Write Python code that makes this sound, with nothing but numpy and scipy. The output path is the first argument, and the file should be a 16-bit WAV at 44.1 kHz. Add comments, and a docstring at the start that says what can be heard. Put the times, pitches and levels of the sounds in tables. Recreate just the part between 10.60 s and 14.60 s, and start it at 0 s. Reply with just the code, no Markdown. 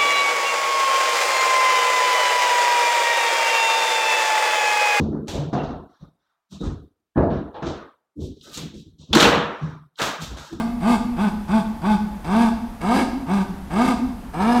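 """Hoarse, sawing calls, one after another: a black big cat in a walled outdoor enclosure.
Each call is one arch of pitch from the vocal folds: a strong fundamental, jittery overtones
and a rasp of chopped air. The hardest calls break into a rough roar at the top.
One microphone stands far enough off to hear the walls throw the calls back, over a low steady rumble."""
import sys
import numpy as np
from scipy import signal
from scipy.fft import rfft, irfft
from scipy.io import wavfile

SR = 44100
rng = np.random.default_rng(int(sys.argv[2]) if len(sys.argv) > 2 else 0)


def wrap_up_sound(samples):
    """Save the sound to the file named by the first command line argument, as 16-bit audio."""
    columns = np.atleast_2d(samples).T
    # keep every value between -1 and 1, then stretch to whole-number steps
    tamed = np.clip(columns, -1, 1)
    steps = np.round(tamed * 32767).astype(np.int16)
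    wavfile.write(sys.argv[1], SR, steps)


N = 176400

# the cat's calls (start [s], rise [s], fall [s], top pitch [Hz], end pitch [Hz], fundamental [dB],
# overtones [dB], rasp [dB], hiss [dB], mouth opening [0-1], throat tuning [factor], break-up [s])
CALLS = [ (-.17, 0.12, 0.073, 240, 213.3, -14, -23.5, -29, -33.5, 0.76, 0.98, 0.0053),
         (.2, 0.11, 0.06, 243.9, 202.8, -13.5, -21, -26.5, -29.5, 0.66, 0.99, 0.0026),
         (.558, 0.082, 0.057, 215, 177, -17.5, -21.5, -30, -37.5, 0.36, 1.012, 0.00094),
         (.872, 0.089, 0.055, 224.7, 182, -15, -22, -28.5, -36.5, 0.18, 1.008, 0),
         (1.211, 0.09, .07, 215.6, 179.3, -16.5, -22, -29.5, -41, 0.21, 1.003, 0),
         (1.638, 0.18, .08, 237.3, 201.7, -14.5, -20, -27.5, -32.5, 0.47, 1.018, 0.0024),
         (2.202, 0.2, 0.041, 278, 231.2, -13.5, -17.5, -23, -29, 1, 1.015, 0.048),
         (2.66, .085, 0.0867, 199.8, 180.2, -18, -23, -30, -40, 0.5, 1.015, 0),
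         (3.095, 0.18, 0.069, 262.9, 215.8, -13, -19.5, -24.5, -30, 0.87, 1.004, 0.031),
         (3.729, .205, .13, 242.9, 216, -15.5, -19, -26, -35.5, 0.86, 1.06, 0)]
# gain in even steps over each rise (fundamental [dB], overtones [dB], rasp [dB], hiss [dB])
RISE_SWELL = [(-25, -15, -14.5, -13), (-9, -8, -9, -11), (-4.5, -1.5, -2, -9.5), (0.5, 1, -1.5, 3.5),
              (1.5, 0, -0.5, 2.5)]
# further gain by the end of the fall (fundamental [dB], overtones [dB], rasp [dB], hiss [dB])
FALL_FADE = (-4.5, -7, -2.5, -6.5)
# overtones at the folds (frequency [Hz], gain [dB])
OVERTONE_SPECTRUM = [(300, 4.5), (360, 1.5), (425, -5), (490, -1.5), (700, 0.5), (900, -2.5), (1200, 0.5),
                     (1600, -4), (2700, -10), (5000, -16)]
# rough air at the folds (frequency [Hz], gain [dB])
RASP_SPECTRUM = [(150, -10.5), (400, -3), (1000, 4.5), (2000, -2), (4000, -5.5), (12000, -13.5)]
# air rushing through the mouth (frequency [Hz], gain [dB])
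HISS_SPECTRUM = [(300, 9), (1000, -18), (2500, 7), (5000, -4.5), (15000, -1)]
# throat resonances, mouth nearly shut (frequency [Hz], width [Hz], gain [dB])
SHUT_RESONANCES = [(333, 38, -2), (660.6, 32, -5), (863, 60, 2.5), (1103, 72, -6.5), (1491, 23, -2),
                   (2330, 180, -14.5), (2570, 90, -11.5), (3470, 470, -14.5), (4200, 116, -24),
                   (4780, 240, -15), (5700, 380, -21), (7960, 1400, -24)]
# throat resonances, mouth wide (frequency [Hz], width [Hz], gain [dB])
WIDE_RESONANCES = [(369, 143, -2.5), (482, 59, -11.5), (696.3, 58, 0.5), (886, 148, -5), (1215, 68, -5.5),
                   (1609, 66, -7), (2175, 117, -8.5), (2656, 66, -10.5), (3270, 830, -19),
                   (3870, 80, -15.5), (4790, 220, -16), (5880, 260, -24), (7960, 1600, -22)]
# broad passage between the resonances (frequency [Hz], gain [dB])
THROAT_FLOOR = [(60, -45), (200, 3.5), (550, -20.5), (1000, -24), (1900, -22.5), (3000, -39), (4500, -21.5),
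                (7000, -27.5), (10000, -24.5), (13000, -33.5), (16000, -39)]
# direct sound at the microphone, partly cancelled by a near reflection (frequency [Hz], gain [dB])
DIRECT_PATH = [(150, -3), (200, -0.5), (236, -1.5), (251, -4.5), (268, -7), (300, -7.5), (345, -2),
               (1000, 0)]
# echoes off the walls (delay [s], gain [dB])
WALL_ECHOES = [(.031, -29.5), (0.057, -17.5), (.096, -13.5), (0.129, -28), (.152, -20.5), (.21, -20)]
# diffuse tail of the enclosure (frequency [Hz], time to fall 60 dB [s], gain [dB])
TAIL_DECAY = [(152, 1.05, -18), (250, 1.6, -10.5), (475.9, 0.95, -10.5), (830, 0.7, -2), (2320, 0.66, -7.5),
              (5150, 0.68, -0.5), (11800, 0.17, -1.5)]
# onset of that tail (frequency [Hz], build-up time [s])
TAIL_ONSET = [(250, 0.12), (700, 0.016), (3000, 0.004)]
# outdoor background (frequency [Hz], relative density [dB])
RUMBLE_SPECTRUM = [(10, -9.5), (25, 1), (40, 1.5), (55, 3.5), (75, 0), (110, -10.5), (200, -3.5),
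                   (400, -21), (900, -17.5), (2000, -28), (4000, -36.5), (7000, -40), (12500, -39),
                   (14000, -43), (16000, -49)]


def call(rise, fall, top_hz, end_hz, tone_db, overtone_db, rasp_db, hiss_db, mouth, tuning, break_s):
    """One push of air from the cat: pitch and loudness climb and sink together."""
    start_hz, attack_s, release_s = 140.24, .014, .028
    t, bins = np.arange(SR) / SR, np.fft.rfftfreq(SR, 1 / SR)
    risen = np.minimum(t / rise, 1)
    below_top = 1 - np.sin(np.pi / 2 * risen ** 1.2)
    fallen = np.clip((t - rise) / fall, 0, 1.2) ** 2.02
    hz = top_hz + (start_hz - top_hz) * below_top + (end_hz - top_hz) * fallen
    broken = break_up(t - rise, break_s)
    jitter_cycles = .009 + .01 * below_top + .063 * broken
    cycles = np.cumsum(hz * (1 + .0047 * wander(hz=31.2))) / SR  # the pitch wavers slightly
    cycles += jitter_cycles * wander(hz=122.6)
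    passage = throat(bins / tuning, mouth)
    tone = np.sqrt(2) * np.cos(2 * np.pi * cycles) * (1 - .44 * broken) * flutter(.07)
    overtones = fold_overtones(hz, cycles, risen, passage, bins)
    rasp, hiss = chopped_air(cycles, passage, bins)
    voice = amp(rasp_db) * opening_breath(t, rasp, bins)
    layers = (tone, tone_db), (overtones, overtone_db), (rasp, rasp_db), (hiss, hiss_db)
    steps = np.linspace(0, 1, len(RISE_SWELL))
    for (sound, db), swell, fade in zip(layers, np.transpose(RISE_SWELL), FALL_FADE):
        voice += sound * amp(db + np.interp(risen, steps, swell) + fade * fallen)
    gate = np.minimum(t / attack_s, 1) * np.clip((rise + fall - t) / release_s + .5, 0, 1)
    return gate * voice


def break_up(since_top, length_s, end_s=.00995, edge_s=.0029):
    """How far the folds lose their rhythm (0-1), until just past the top of the arch."""
    late = since_top - end_s
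    return (np.tanh((late + length_s) / edge_s) - np.tanh(late / edge_s)) / 2


def fold_overtones(hz, cycles, risen, passage, bins, snarl_hz=1065, snarl_width_hz=60):
    """Harmonics of the folds through the throat; one band snarls out part way up the rise."""
    spectrum = passage * amp(read(OVERTONE_SPECTRUM, bins))
    snarl = (amp(6) - 1) * np.exp(-((risen - .4) / .11) ** 2)
    overtones = np.zeros(SR)
    for k in range(2, 22):
        boost = 1 + snarl / (1 + ((k * hz - snarl_hz) / snarl_width_hz) ** 2)
        gain = np.interp(k * hz, bins, spectrum) * boost
        overtones += gain * np.cos(2 * np.pi * (k * cycles + rng.random()))
    return overtones * flutter(.11)


def chopped_air(cycles, passage, bins, leak=.42, decay_cycles=.28):
    """Rasp and hiss: air escapes the folds in one uneven puff a cycle over a steady leak."""
    strength = amp(1.6 * rng.standard_normal(SR))[cycles.astype(int)]
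    puffs = (leak + strength * np.exp(-(cycles % 1) / decay_cycles)) * flutter(.28)
    for spectrum in (RASP_SPECTRUM, HISS_SPECTRUM):
        air = rfft(puffs * rng.standard_normal(SR))
        yield unit(irfft(air * passage * amp(read(spectrum, bins))))


def opening_breath(t, rasp, bins, whistle_hz=8290, width_hz=120, whistle_s=.11, catch_at_s=.012):
    """A thin whistling hiss and a short raspy catch as each push begins."""
    band = 1 / (1 + ((bins - whistle_hz) / width_hz) ** 2)
    whistle = unit(irfft(rfft(rng.standard_normal(SR)) * band))
    whistle *= np.sin(np.pi * np.minimum(t / whistle_s, 1))
    catch = rasp * np.exp(-((t - catch_at_s) / .0043) ** 2)
    return amp(-29.5) * whistle + amp(-12) * catch


def throat(hz, mouth):
    """Gain of the resonating throat, between mouth nearly shut (0) and wide open (1)."""
    shut, wide = (
        sum(amp(2 * db) / (1 + 2 * ((hz - centre) / width) ** 2) ** 2 for centre, width, db in table)
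        for table in (SHUT_RESONANCES, WIDE_RESONANCES))
    return np.sqrt((1 - mouth) * shut + mouth * wide + amp(2 * read(THROAT_FLOOR, hz)))


def enclosure(cat):
    """What reaches the microphone: direct sound, a diffuse tail and a few dull wall echoes."""
    heard = colour(cat, DIRECT_PATH) + signal.fftconvolve(cat, diffuse_tail())[:len(cat)]
    dull = colour(cat, [(250, 2), (1000, -8), (6000, -3.5)])  # (frequency [Hz], gain [dB])
    for delay, db in WALL_ECHOES:
        add(heard, delay, amp(db) * dull)
    return heard


def diffuse_tail():
    """Scattered reflections between the walls, building and dying at each band's own rate."""
    density = .1  # reflections per sample
    taps = rng.choice([-1., 1.], SR) * (rng.random(SR) < density)
    hz, t, bands = signal.stft(taps, SR, nperseg=512)
    t60 = read(TAIL_DECAY, hz)[:, None]
    energy = density * t60 * SR / np.log(10 ** 6)
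    bands *= amp(read(TAIL_DECAY, hz, column=2)[:, None] - 60 * t / t60) / np.sqrt(energy)
    bands *= np.minimum(t / read(TAIL_ONSET, hz)[:, None], 1)
    return signal.istft(bands, SR, nperseg=512)[1][:SR]


def rumble(level_db=-36):
    """Steady outdoor rumble with a faint hiss, behind the cat."""
    return amp(level_db) * unit(colour(rng.standard_normal(N), RUMBLE_SPECTRUM))


def flutter(depth):
    """A gain that trembles quickly around 1."""
    return 1 + depth * wander(hz=59.4)


def wander(hz):
    """One second of smooth random motion, up to about the given rate."""
    lowpass = np.exp(-(np.arange(SR // 2 + 1) / hz) ** 2)
    return unit(irfft(rfft(rng.standard_normal(SR)) * lowpass, SR))


def colour(x, table):
    """Filters x by a spectrum."""
    return irfft(rfft(x) * amp(read(table, np.fft.rfftfreq(len(x), 1 / SR))), len(x))


def read(table, hz, column=1):
    """Reads a table on a log-frequency axis."""
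    table = np.array(table)
    return np.interp(np.log(hz + 1), np.log(table[:, 0] + 1), table[:, column])


def amp(db):
    return 10 ** (np.asarray(db) / 20)


def unit(x):
    return x / np.sqrt(np.mean(x ** 2) + 1e-20)


def add(mix, start_s, sound):
    part = mix[max(round(start_s * SR), 0):][:len(sound)]
    part += sound[:len(part)]


def scene():
    """The cat, already calling, heard from one spot in its enclosure."""
    lead_s = .5  # room for the call already under way
    lead = round(lead_s * SR)
    cat = np.zeros(lead + N)
    for start, *shape in CALLS:
        add(cat, lead_s + start, call(*shape))
    return (enclosure(cat)[lead:] + rumble())[None]


def record(dry):
    """The recorder's band limit on the mono microphone."""
    cutoff_hz = 15700
    lowpass = signal.firwin(511, cutoff_hz, window=("kaiser", 9), fs=SR)
    return signal.oaconvolve(dry, lowpass[None], "same")


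dry = scene()
out = record(dry)
wrap_up_sound(out)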